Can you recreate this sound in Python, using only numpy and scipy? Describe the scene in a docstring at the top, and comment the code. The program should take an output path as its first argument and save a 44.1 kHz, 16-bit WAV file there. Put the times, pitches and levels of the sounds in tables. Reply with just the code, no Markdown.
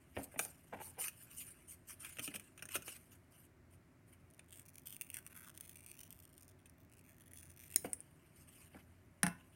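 """Fingers are heard first, tapping and sliding over a sheet on a board; a paper strip rustles and crinkles.
Scissors then close slowly through the strip, a random train of parting fibres and louder snaps, and clack shut.
The pivot ticks, a few soft rubs and knocks follow, and the scissors clatter down on the wooden desk.
Friction is filtered random impulses; impacts are decaying noise and damped modes; a faint room answers."""
import sys
import numpy as np
from scipy import signal
from scipy.fft import rfft, irfft, next_fast_len
from scipy.io import wavfile
from scipy.ndimage import map_coordinates

SR = 44100
rng = np.random.default_rng(int(sys.argv[2]) if len(sys.argv) > 2 else 0)


def wrap_up_sound(samples):
    """Save the sound to the file named by the first command line argument, as 16-bit audio."""
    columns = np.atleast_2d(samples).T
    # keep every value between -1 and 1, then stretch to whole-number steps
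    tamed = np.clip(columns, -1, 1)
    steps = np.round(tamed * 32767).astype(np.int16)
    wavfile.write(sys.argv[1], SR, steps)


N = 421155  # length of the scene [samples]
RING_SIZE = 16384  # length of one contact's answer [samples]
AGE = np.arange(RING_SIZE) / SR  # time since a contact [s]


# the closing blades: (time [s], relative fibre crackle level [dB], relative blade rasp level [dB])
CUT = [(4.3, -74, -83), (4.46, -75.5, -90), (4.53, -59.5, -67), (4.66, -67, -93), (4.83, -67.5, -85),
       (4.91, -53, -56), (4.99, -70, -90), (5.14, -56.5, -58.5), (5.23, -67, -67.5), (5.38, -58, -57),
       (5.53, -68, -67.5), (5.73, -60, -69.5), (6.03, -62, -68.5), (6.17, -69, -81), (6.43, -67, -84),
       (6.57, -83.5, -86), (6.85, -76, -82), (7.24, -70, -74), (7.35, -59.5, -69), (7.5, -67.5, -82.5),
       (7.745, -57, -63)]
# thick bundles of fibres snap: (time [s], relative snap level [dB], relative level of the strip's ring [dB])
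SNAPS = [(4.5961, -38.5, -75), (4.7565, -41, -61), (4.7827, -38.5, -58), (4.857, -43.5, -70),
         (4.8715, -33.5, -64), (4.9053, -37, -60), (4.926, -35.5, -50), (4.9656, -36, -72),
         (5.012, -26.5, -48), (5.019, -29.5, -53), (5.1019, -33, -50), (5.143, -28, -61),
         (5.1608, -40.5, -59), (5.169, -30, -45), (5.1877, -38, -55), (5.2651, -35, -52), (5.275, -42, -63),
         (5.3637, -41, -57), (5.4847, -42, -55), (5.576, -35.5, -59), (5.609, -31.5, -68),
         (5.677, -44.5, -72), (5.694, -37, -66), (5.8629, -38, -61), (5.915, -36.5, -52),
         (6.0332, -40, -63), (6.106, -38, -64), (6.127, -39, -62), (6.2528, -44, -69), (6.3796, -42.5, -67),
         (6.4316, -47, -73), (6.4805, -47.5, -76), (6.697, -47, -63), (7.22, -49, -71), (7.3344, -43, -63),
         (7.3742, -40, -63), (7.43, -42.5, -60), (7.7023, -48, -59)]
# ticking of parted fibres: (frequency [Hz], level per Hz [dB])
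FIBRE = [(600, -45), (1400, -22), (2700, -9), (3900, -21), (4900, -19), (5900, -10), (7600, -13),
         (8800, -1), (9700, 0), (10700, -8), (12000, -4), (15800, -8)]
# modes of the open blades, damped by the paper: (frequency [Hz], relative level [dB], t60 [s])
EDGES = [(2650, -2, 0.013), (3360, -4, 0.021), (4440, -9, 0.028), (5170, -4.5, 0.02), (6030, -2, 0.017),
         (6900, -3.5, 0.02)]
EDGES_DB = -14  # blade ring relative to the crackle [dB]
FIBRES_PER_S, CRACKLE_REF_DB = 250, -62  # impulse rate [1/s] at this crackle level [dB]
DENSITY_GROWS = 0.8  # growth of the rate with level [dB per dB]


def cutting():
    """Fracture noise: random fibre impulses and louder snaps excite the blades and the strip's resonance."""
    crackle_db, rasp_db = curves(CUT)
    bite = unit(amp(2.8 * wobble(45)))  # the blades advance in small jerks
    density = np.clip(amp(DENSITY_GROWS * (crackle_db - CRACKLE_REF_DB)), 0.2, 2)
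    fibre_kicks = kicks(rate=FIBRES_PER_S * density, spread_db=2.5)
    fibres = bite * unit(fibre_kicks / np.sqrt(density))  # level kept independent of density
    treble = amp(crackle_db + 0.35) * fibres
    body = amp(rasp_db - 3) * fibres
    for s, snap_db, ring_db in SNAPS:
        add(treble, s, [amp(snap_db + 9.5)])
        add(body, s, [amp(ring_db + 15)])
    ticks = flexing(treble, FIBRE, hold_s=0.16, crack_t60=0.0045)
    shiver = flexing(body, [(300, -20), (1000, 0)], hold_s=0.13, crack_t60=0.009)
    edges = ring(EDGES, scatter_db=0)
    steel = signal.fftconvolve(treble, edges / np.linalg.norm(edges))[:N]
    return ticks + amp(EDGES_DB) * steel + reshape(shiver, strip_resonance)


# resonance of the strip as blades and fingers grip it anew: (time [s], frequency [Hz])
GRIP = [(4.3, 2780), (5.12, 2680), (5.2, 1440), (5.48, 1360), (5.65, 2320), (6.0, 2670), (6.4, 3270),
        (6.7, 2820), (7.0, 2750), (7.1, 1870), (7.45, 1860), (7.75, 2200)]


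def strip_resonance(hz, s, upper=1.8, upper_db=-11):
    """Resonance of a gripped strip: a low mode and a weaker upper one, both moving with the grip."""
    centre = np.interp(s, *np.transpose(GRIP))

    def mode(f, width):
        return 1 / (1 + (np.log((hz + 1) / f) / width) ** 2)

    gain = mode(centre, 0.18) + amp(upper_db) * mode(upper * centre, 0.05)
    return gain / np.sqrt(np.mean(gain ** 2, axis=0))


# impact noise of the blades at their stop: (frequency [Hz], level per Hz [dB])
STEEL = [(150, -18), (350, -7), (1100, -22), (2000, -7), (3000, -17), (4700, -22), (5400, -4), (6200, -12),
         (6800, -6), (7800, -13), (9200, 3), (10500, -8), (12000, -6), (15500, -7)]
# modes of the shut blades: (frequency [Hz], level before random scatter [dB], t60 [s])
BLADES = [(2010, -35.5, 0.038), (4000, -53.5, 0.11), (5450, -30.5, 0.024), (6890, -31.5, 0.04),
          (9140, -15, 0.0054), (9200, -58, .25)]
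# the loose pivot ticks as the scissors open: (time [s], relative energy level [dB])
TICKS = [(7.843, -31), (7.9321, -9), (8.0047, -23.5)]
# impact noise of the pivot: (frequency [Hz], level per Hz [dB])
PIVOT = [(1000, -29), (2200, -13.5), (4200, -35), (5400, -18), (7300, -19.5), (8400, -1.5), (9300, 4.5),
         (10400, -7.5), (13000, -24.5), (15500, -21)]


def clacks(shut_s=7.7606, shut_db=-3.5):
    """Impact and modal decay: the scissors hit their stop, damped by the hand; then the pivot ticks."""
    out = np.zeros(N)
    stop = burst(STEEL, crack_t60=0.005, tail_t60=0.026, tail_db=-15)
    add(out, shut_s, amp(shut_db) * stop + ring(BLADES, scatter_db=4))
    for s, tick_db in TICKS:
        tick = burst(PIVOT, crack_t60=0.002, tail_t60=0.041, tail_db=-18)
        add(out, s, amp(tick_db - 0.5) * tick)
    return out


# the strip buckles: (time [s], relative level [dB], relative level of body over treble [dB])
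CRINKLES = [(0.391, -21, -7), (0.449, -31.5, -23), (1.0387, -35, -5.5), (1.0811, -31, -9.5),
            (2.0458, -36, -8), (2.1688, -45, -3), (2.185, -40.5, 1), (2.193, -32, -4), (2.276, -40, 4.5),
            (2.339, -40, -1), (2.357, -33.5, -8.5), (2.3963, -40, -12), (2.576, -44.5, -8),
            (2.5921, -50, 0), (2.6229, -35.5, -5), (2.653, -38, -13), (2.687, -40, -6), (2.7533, -25, -5.5),
            (2.761, -31, -7), (2.821, -41.5, -11), (2.8781, -36.5, -4), (4.392, -45, -5.5),
            (6.656, -48, -11)]
# creasing paper: (frequency [Hz], level per Hz [dB])
CREASE = [(180, -35), (300, -3.5), (440, -4.5), (667, -4.5), (978, -20), (1320, 2), (2210, -4.5), (2520, 7),
          (4590, -22), (6200, -7), (7690, -15.5), (9240, 3.5), (10600, -17), (12100, -8.5), (16000, -16)]
CRINKLE_T60_S = 0.043  # decay time of a crunch [s]


def crinkles():
    """Buckling: each sudden crunch of the strip is a decaying cluster of tiny creases."""
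    out = np.zeros(N)
    for s, crinkle_db, body_db in CRINKLES:
        creases = grains(rate=2500, spread_db=4, tail_t60=0.012, tail_db=-14, size=RING_SIZE)
        envelope = decay(CRINKLE_T60_S) + 0.65 * decay(0.004)
        crunch = colour(creases * envelope, CREASE)
        add(out, s + 0.001, amp(crinkle_db + 12) * balance(crunch, body_db + 5))
    return out


# the fingers slide and flex the paper:
# (start [s], length [s], relative hiss level [dB], relative level of the sheet's body over the hiss [dB])
STROKES = [(0.142, 0.082, -62, 2), (0.215, 0.033, -49.5, -25), (0.307, 0.043, -60.5, -4),
           (0.373, 0.089, -44.5, -24), (0.45, 0.065, -61, -26), (0.795, 0.11, -53.5, -14),
           (0.982, 0.037, -41.5, -12), (0.993, 0.092, -43.5, -4.5), (1.156, 0.098, -60, -15),
           (1.292, 0.23, -58, -12), (1.359, 0.073, -48.5, -13.5), (1.667, 0.075, -55.5, -7),
           (1.869, 0.073, -52.5, -8.5), (1.99, 0.082, -55.5, 2), (2.062, 0.11, -59.5, -5),
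           (2.211, 0.068, -47.5, -7.5), (2.291, 0.031, -60.5, 8.5), (2.331, 0.038, -49, 2),
           (2.385, 0.1, -70, 4), (2.698, 0.058, -52, 1), (2.736, 0.03, -38.5, -1.5),
           (2.837, 0.13, -55, -4.5), (2.942, 0.12, -69, -2), (3.101, 0.057, -64.5, -4),
           (3.297, 0.17, -69.5, -2.5), (3.697, 0.06, -72, -5), (4.06, 0.07, -75, -3),
           (4.114, 0.023, -62.5, 3), (7.79, 0.14, -66, -12), (7.835, 0.025, -49, -11),
           (8.348, 0.092, -69, -1.5), (8.46, 0.22, -66.5, -3), (8.712, 0.1, -74, 8), (9.383, 0.04, -73, 3)]
# faint rubbing while the hands hold the paper: (time [s], relative level [dB])
HANDLING = [(0, -79), (1.5, -69), (1.82, -79), (3.1, -78), (3.6, -100), (4.3, -84), (7.8, -77.5),
            (8.8, -80), (9.15, -86.5), (9.55, -76.5)]
# sliding paper: (frequency [Hz], level per Hz [dB])
SLIDING = [(590, -53.5), (1000, -11.5), (1260, -9), (1750, -5.5), (1870, -13.5), (2050, -5), (2280, -6.5),
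           (2910, -4), (3710, -21.5), (4900, -16), (7350, -12.5), (9600, 3), (10700, -16.5), (11800, -3),
           (16000, -19)]


def rustle():
    """Dry friction: dense catches of paper on paper and skin make hiss, and the flexing sheet adds body."""
    catches = kicks(rate=4000, spread_db=4.5)
    rub = flexing(catches, SLIDING, hold_s=0.035, crack_t60=0.006)
    body, hiss = split(rub * amp(2.1 * wobble(70)))
    now = np.arange(N) / SR
    moving = (now < CUT[0][0]) | (now > CUT[-1][0])  # the strip is held still while it is being cut
    held = moving * amp(curves(HANDLING)[0])
    hiss_strokes = strokes([(s, length, db) for s, length, db, _ in STROKES])
    body_strokes = strokes([(s, length, db + body_db) for s, length, db, body_db in STROKES])
    hiss_gain = np.hypot(held, hiss_strokes)
    body_gain = np.hypot(held * amp(1.5), body_strokes)
    return amp(0.4) * hiss_gain * unit(hiss) + amp(-5) * body_gain * unit(body)


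# the sheet drags over the board: (start [s], length [s], level [dB])
DRAGS = [(0.72, 0.048, -48), (0.775, 0.047, -52.5), (0.85, 0.082, -68.5), (0.965, 0.048, -54)]


def drag():
    """Stick-slip friction: the sheet catches and slips on the hollow board, which colours each slip."""
    slips = grains(rate=450, spread_db=7, tail_t60=0.047, tail_db=-8.5)
    # (frequency [Hz], level per Hz [dB])
    board = [(120, -20), (300, -9.5), (700, 7), (1100, -9), (2400, -9), (3300, -21), (5000, -36)]
    return strokes(DRAGS) * unit(colour(slips, board))


# soft knocks on the board under the sheet: (time [s], relative knock level [dB], relative thud over knock [dB])
TAPS = [(0.165, -26, -22), (0.34, -43, -31), (0.358, -38.5, -19.5), (0.393, -31, -29), (0.452, -42.5, -35),
        (0.726, -33, -24), (2.19, -49, -10.5), (2.275, -46.5, -10), (2.345, -46, -13), (2.621, -51.5, -12),
        (2.752, -43, -15.5), (7.844, -28, -23.5), (8.743, -43.5, -15)]
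# hollow knock of the board: (frequency [Hz], level per Hz [dB])
BOARD = [(120, -23), (300, -6.5), (600, 7.5), (800, 4.5), (1100, -9.5), (2400, -9), (3200, -20),
         (4500, -45), (9000, -62)]
# low thud, also used by the landing: (frequency [Hz], level per Hz [dB])
THUD = [(40, -24), (65, -5.5), (175, -1), (280, 1.5), (350, -9.5), (600, -18.5), (1200, -54.5)]


def taps():
    """Impact response: a soft contact gives a hollow knock, and the board thuds just after."""
    out = np.zeros(N)
    for s, knock_db, thud_db in TAPS:
        knock = burst(BOARD, crack_t60=0.033, tail_t60=0.22, tail_db=-13)
        add(out, s + 0.0018, amp(knock_db + 13.5) * knock)
        thud = burst(THUD, crack_t60=0.17, tail_t60=0.15, tail_db=-4)
        add(out, s + 0.006, amp(knock_db + thud_db + 33.5) * thud)
    return out


# the scissors land and bounce: (time [s], relative clatter level [dB], relative thump level [dB])
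LANDING = [(9.2315, 0.5, -23), (9.2657, -7, -29), (9.281, -20, -49.5)]
# blades and handles on wood: (frequency [Hz], level per Hz [dB])
CLATTER = [(200, -25.5), (500, -9.5), (850, 2), (1200, -2), (1550, 6.5), (2200, -0.5), (3700, -14),
           (4600, -14), (5800, -6), (7300, -21.5), (9000, 6.5), (11000, -3.5), (15500, -20)]
# modes of the desk top: (frequency [Hz], relative level [dB], t60 [s])
DESK = [(178, -4, 0.1), (692, -20, 0.16), (839, -17, 0.1), (1034, -32, 0.42), (1476, -23.5, 0.27),
        (1690, -36, 0.13), (2120, -28, 0.19), (2175, -21, 0.076), (2670, -29.5, 0.25), (2680, -44, 0.2)]


def landing():
    """Impact excitation: blades and handles clatter on wood, and the desk top booms in its modes."""
    out = np.zeros(N)
    for s, clatter_db, thump_db in LANDING:
        wood, steel = split(burst(CLATTER, crack_t60=0.009, tail_t60=0.07, tail_db=-12))
        add(out, s, amp(clatter_db - 1.5) * (wood + steel * decay(0.118)))  # the steel is damped first
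        boom = ring(DESK, scatter_db=-0.5) * (1 - decay(0.017))  # the modes build up gradually
        add(out, s + 0.00348, amp(thump_db + 1.5) * boom)
        thud = burst(THUD, crack_t60=0.053, tail_t60=0.18, tail_db=-21)
        add(out, s + 0.0067, amp(thump_db + 9) * thud)
    return out


# colour of the walls: (frequency [Hz], relative reflected level [dB])
WALLS = [(150, 1.5), (1500, -1.5), (4000, -4), (9000, -4.5), (16000, -1.5)]
# reverberation: (frequency [Hz], t60 [s])
ROOM = [(150, 0.41), (1500, 0.36), (9000, 0.25), (16000, 0.3)]


def room(x):
    """Reverberation: the walls colour the sound and answer with noise whose decay depends on frequency."""
    hz, t, z = signal.stft(rng.standard_normal(SR // 2), SR, nperseg=256)
    fading = np.exp(-np.log(1000) * t / along(ROOM, hz)[:, None])
    tail = signal.istft(z * fading, SR, nperseg=256)[1]
    tail = np.concatenate([np.zeros(round(0.005 * SR)), tail])  # 5 ms before the first reflection
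    return signal.fftconvolve(colour(x, WALLS), tail / np.linalg.norm(tail))[:N]


# quiet room air: (frequency [Hz], level per Hz [dB])
AIR = [(15, -57.5), (25, -17), (89, -7), (166, -7.5), (212, -17), (249, -9), (301, -15.5), (363, -13.5),
       (463, -27), (641, -19.5), (754, -27), (2160, -28.5), (3340, -42.5), (9320, -43.5), (16000, -47)]
AIR_DB = -66.02  # rms level [dB]


def background():
    """Stationary noise and frequency modulation: quiet room air with a low, wavering hum."""
    air = amp(AIR_DB) * unit(colour(rng.standard_normal(N), AIR, size=16384))
    hum_hz = 88 + 2.64 * wobble(12)
    hum = np.sin(2 * np.pi * np.cumsum(hum_hz) / SR) * amp(3 * wobble(7))
    return air + amp(-70.5) * hum


def flexing(catches, spectrum, hold_s, crack_t60):
    """Time-varying resonance: catches ring a bending sheet whose answer changes every hold_s seconds."""
    out, hop = np.zeros(N), round(hold_s * SR)
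    for start in range(0, N, hop):
        answer = burst(spectrum, crack_t60, tail_t60=0.02, tail_db=-14, size=1024)
        add(out, start / SR, signal.fftconvolve(catches[start:start + hop], answer))
    return out


def kicks(rate, spread_db, size=N):
    """Random impulse train: tiny catches at random times, of uneven size and sign, rms 1."""
    sizes = amp(spread_db * np.clip(rng.standard_normal(size), -2, 2)) * rng.choice([-1, 1], size)
    return unit(sizes * (rng.random(size) < rate / SR))


def grains(rate, spread_db, tail_t60, tail_db, size=N):
    """Convolution of impulse and response: each random catch shakes the paper briefly, rms 1."""
    shiver = amp(tail_db) * decay(tail_t60) * rng.standard_normal(RING_SIZE)
    shiver[0] = 1
    return unit(signal.fftconvolve(kicks(rate, spread_db, size), shiver)[:size])


ATTACK_S, RELEASE_S = 0.021, 0.0067  # rise time and release time constant of a stroke [s]
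ARCH_DB = 3.5  # a stroke is fastest in its middle; drop towards its ends [dB]


def strokes(rows):
    """Power addition of overlapping strokes (start [s], length [s], level [dB]), returned as a gain."""
    power, age = np.zeros(N), np.arange(SR // 2) / SR
    for s, length, db in rows:
        arch = amp(db - ARCH_DB * (2 * np.minimum(age / length, 1) - 1) ** 2)
        attack = np.minimum(age / ATTACK_S, 1)
        release = np.exp(-np.maximum(age - length, 0) / RELEASE_S)
        add(power, s, (arch * attack * release) ** 2)
    return np.sqrt(power)


def decay(t60, size=RING_SIZE):
    """Exponential damping: an envelope that loses 60 dB in t60 seconds."""
    return np.exp(-np.log(1000) * AGE[:size] / t60)


def burst(spectrum, crack_t60, tail_t60, tail_db, size=RING_SIZE):
    """Two-stage decay of coloured noise, energy 1: a sharp crack, then a diffuse shiver."""
    envelope = decay(crack_t60, size) + amp(tail_db) * decay(tail_t60, size)
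    x = colour(rng.standard_normal(size) * envelope, spectrum, size=min(size, 4096))
    return x / np.linalg.norm(x)


def ring(modes, scatter_db):
    """Modal superposition: damped modes of random strength; loose contact blurs their pitch."""
    out = np.zeros(RING_SIZE)
    for hz, db, t60 in modes:
        strength = amp(db + scatter_db * rng.standard_normal())
        blur = np.cumsum(rng.standard_normal(RING_SIZE)) * 0.0012 * np.sqrt(hz)  # phase drift [rad]
        out += strength * decay(t60) * np.sin(2 * np.pi * hz * AGE + blur)
    return out


def colour(x, spectrum, size=4096):
    """Minimum-phase filtering: the cepstrum is folded to make a causal filter with this spectrum."""
    cepstrum = irfft(np.log(amp(along(spectrum, np.fft.rfftfreq(size, 1 / SR))) + 1e-6))
    cepstrum[1:size // 2] *= 2
    cepstrum[size // 2 + 1:] = 0
    return signal.fftconvolve(x, irfft(np.exp(rfft(cepstrum))))[:len(x)]


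def reshape(x, gain):
    """Short-time spectral filtering: a moving colour, gain(frequency [Hz], time [s])."""
    hz, s, z = signal.stft(x, SR, nperseg=256)
    return signal.istft(z * gain(hz[:, None], s[None]), SR, nperseg=256)[1][:N]


def split(x, edge_hz=4300):
    """Band splitting: the body and the treble of a sound."""
    filters = [signal.butter(4, edge_hz, kind, fs=SR, output="sos") for kind in ("low", "high")]
    return [signal.sosfilt(sos, x) for sos in filters]


def balance(x, body_db):
    """Energy balance: treble of energy 1 and a body body_db above it."""
    body, treble = split(x)
    return treble / np.linalg.norm(treble) + amp(body_db) * body / np.linalg.norm(body)


def amp(db):
    """Logarithmic level: decibels to gain."""
    return 10 ** (np.asarray(db) / 20)


def unit(x):
    """Root-mean-square normalisation to 1."""
    return x / np.sqrt(np.mean(x ** 2) + 1e-20)


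def along(points, hz):
    """Logarithmic frequency axis: (frequency [Hz], value) points interpolated at hz."""
    f, v = np.transpose(points)
    return np.interp(np.log(hz + 1), np.log(f), v)


def curves(rows):
    """Linear interpolation in time of each column; -120 outside the rows."""
    s, *cols = np.transpose(rows)
    return [np.interp(np.arange(N) / SR, s, c, left=-120, right=-120) for c in cols]


def wobble(rate):
    """Band-limited fluctuation: a smooth random curve with rate knots a second."""
    return map_coordinates(rng.standard_normal(int(N * rate / SR) + 4), [np.arange(N) * rate / SR])


def add(track, s, sound):
    """Linear superposition: mix a sound into the track at s seconds."""
    part = track[max(0, round(s * SR)):][:len(sound)]
    part += sound[:len(part)]


def scene():
    """Direct-to-reverberant ratio: every contact is close to the microphone, so the room stays faint."""
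    near = cutting() + clacks() + crinkles() + rustle() + drag() + taps() + landing()
    return (near + amp(-13.5) * room(near) + background())[None]


TOP_HZ = 16300  # upper band limit [Hz]


def record(dry):
    """Band limiting: the deepest bass is rolled off and nothing is kept from the upper limit on."""
    size = next_fast_len(N + SR // 2)
    hz = np.fft.rfftfreq(size, 1 / SR)
    low_cut = hz ** 4 / (hz ** 4 + 34 ** 4)
    return irfft(rfft(dry, size) * low_cut * (hz < TOP_HZ), size)[..., :N]


dry = scene()
out = record(dry)
wrap_up_sound(out)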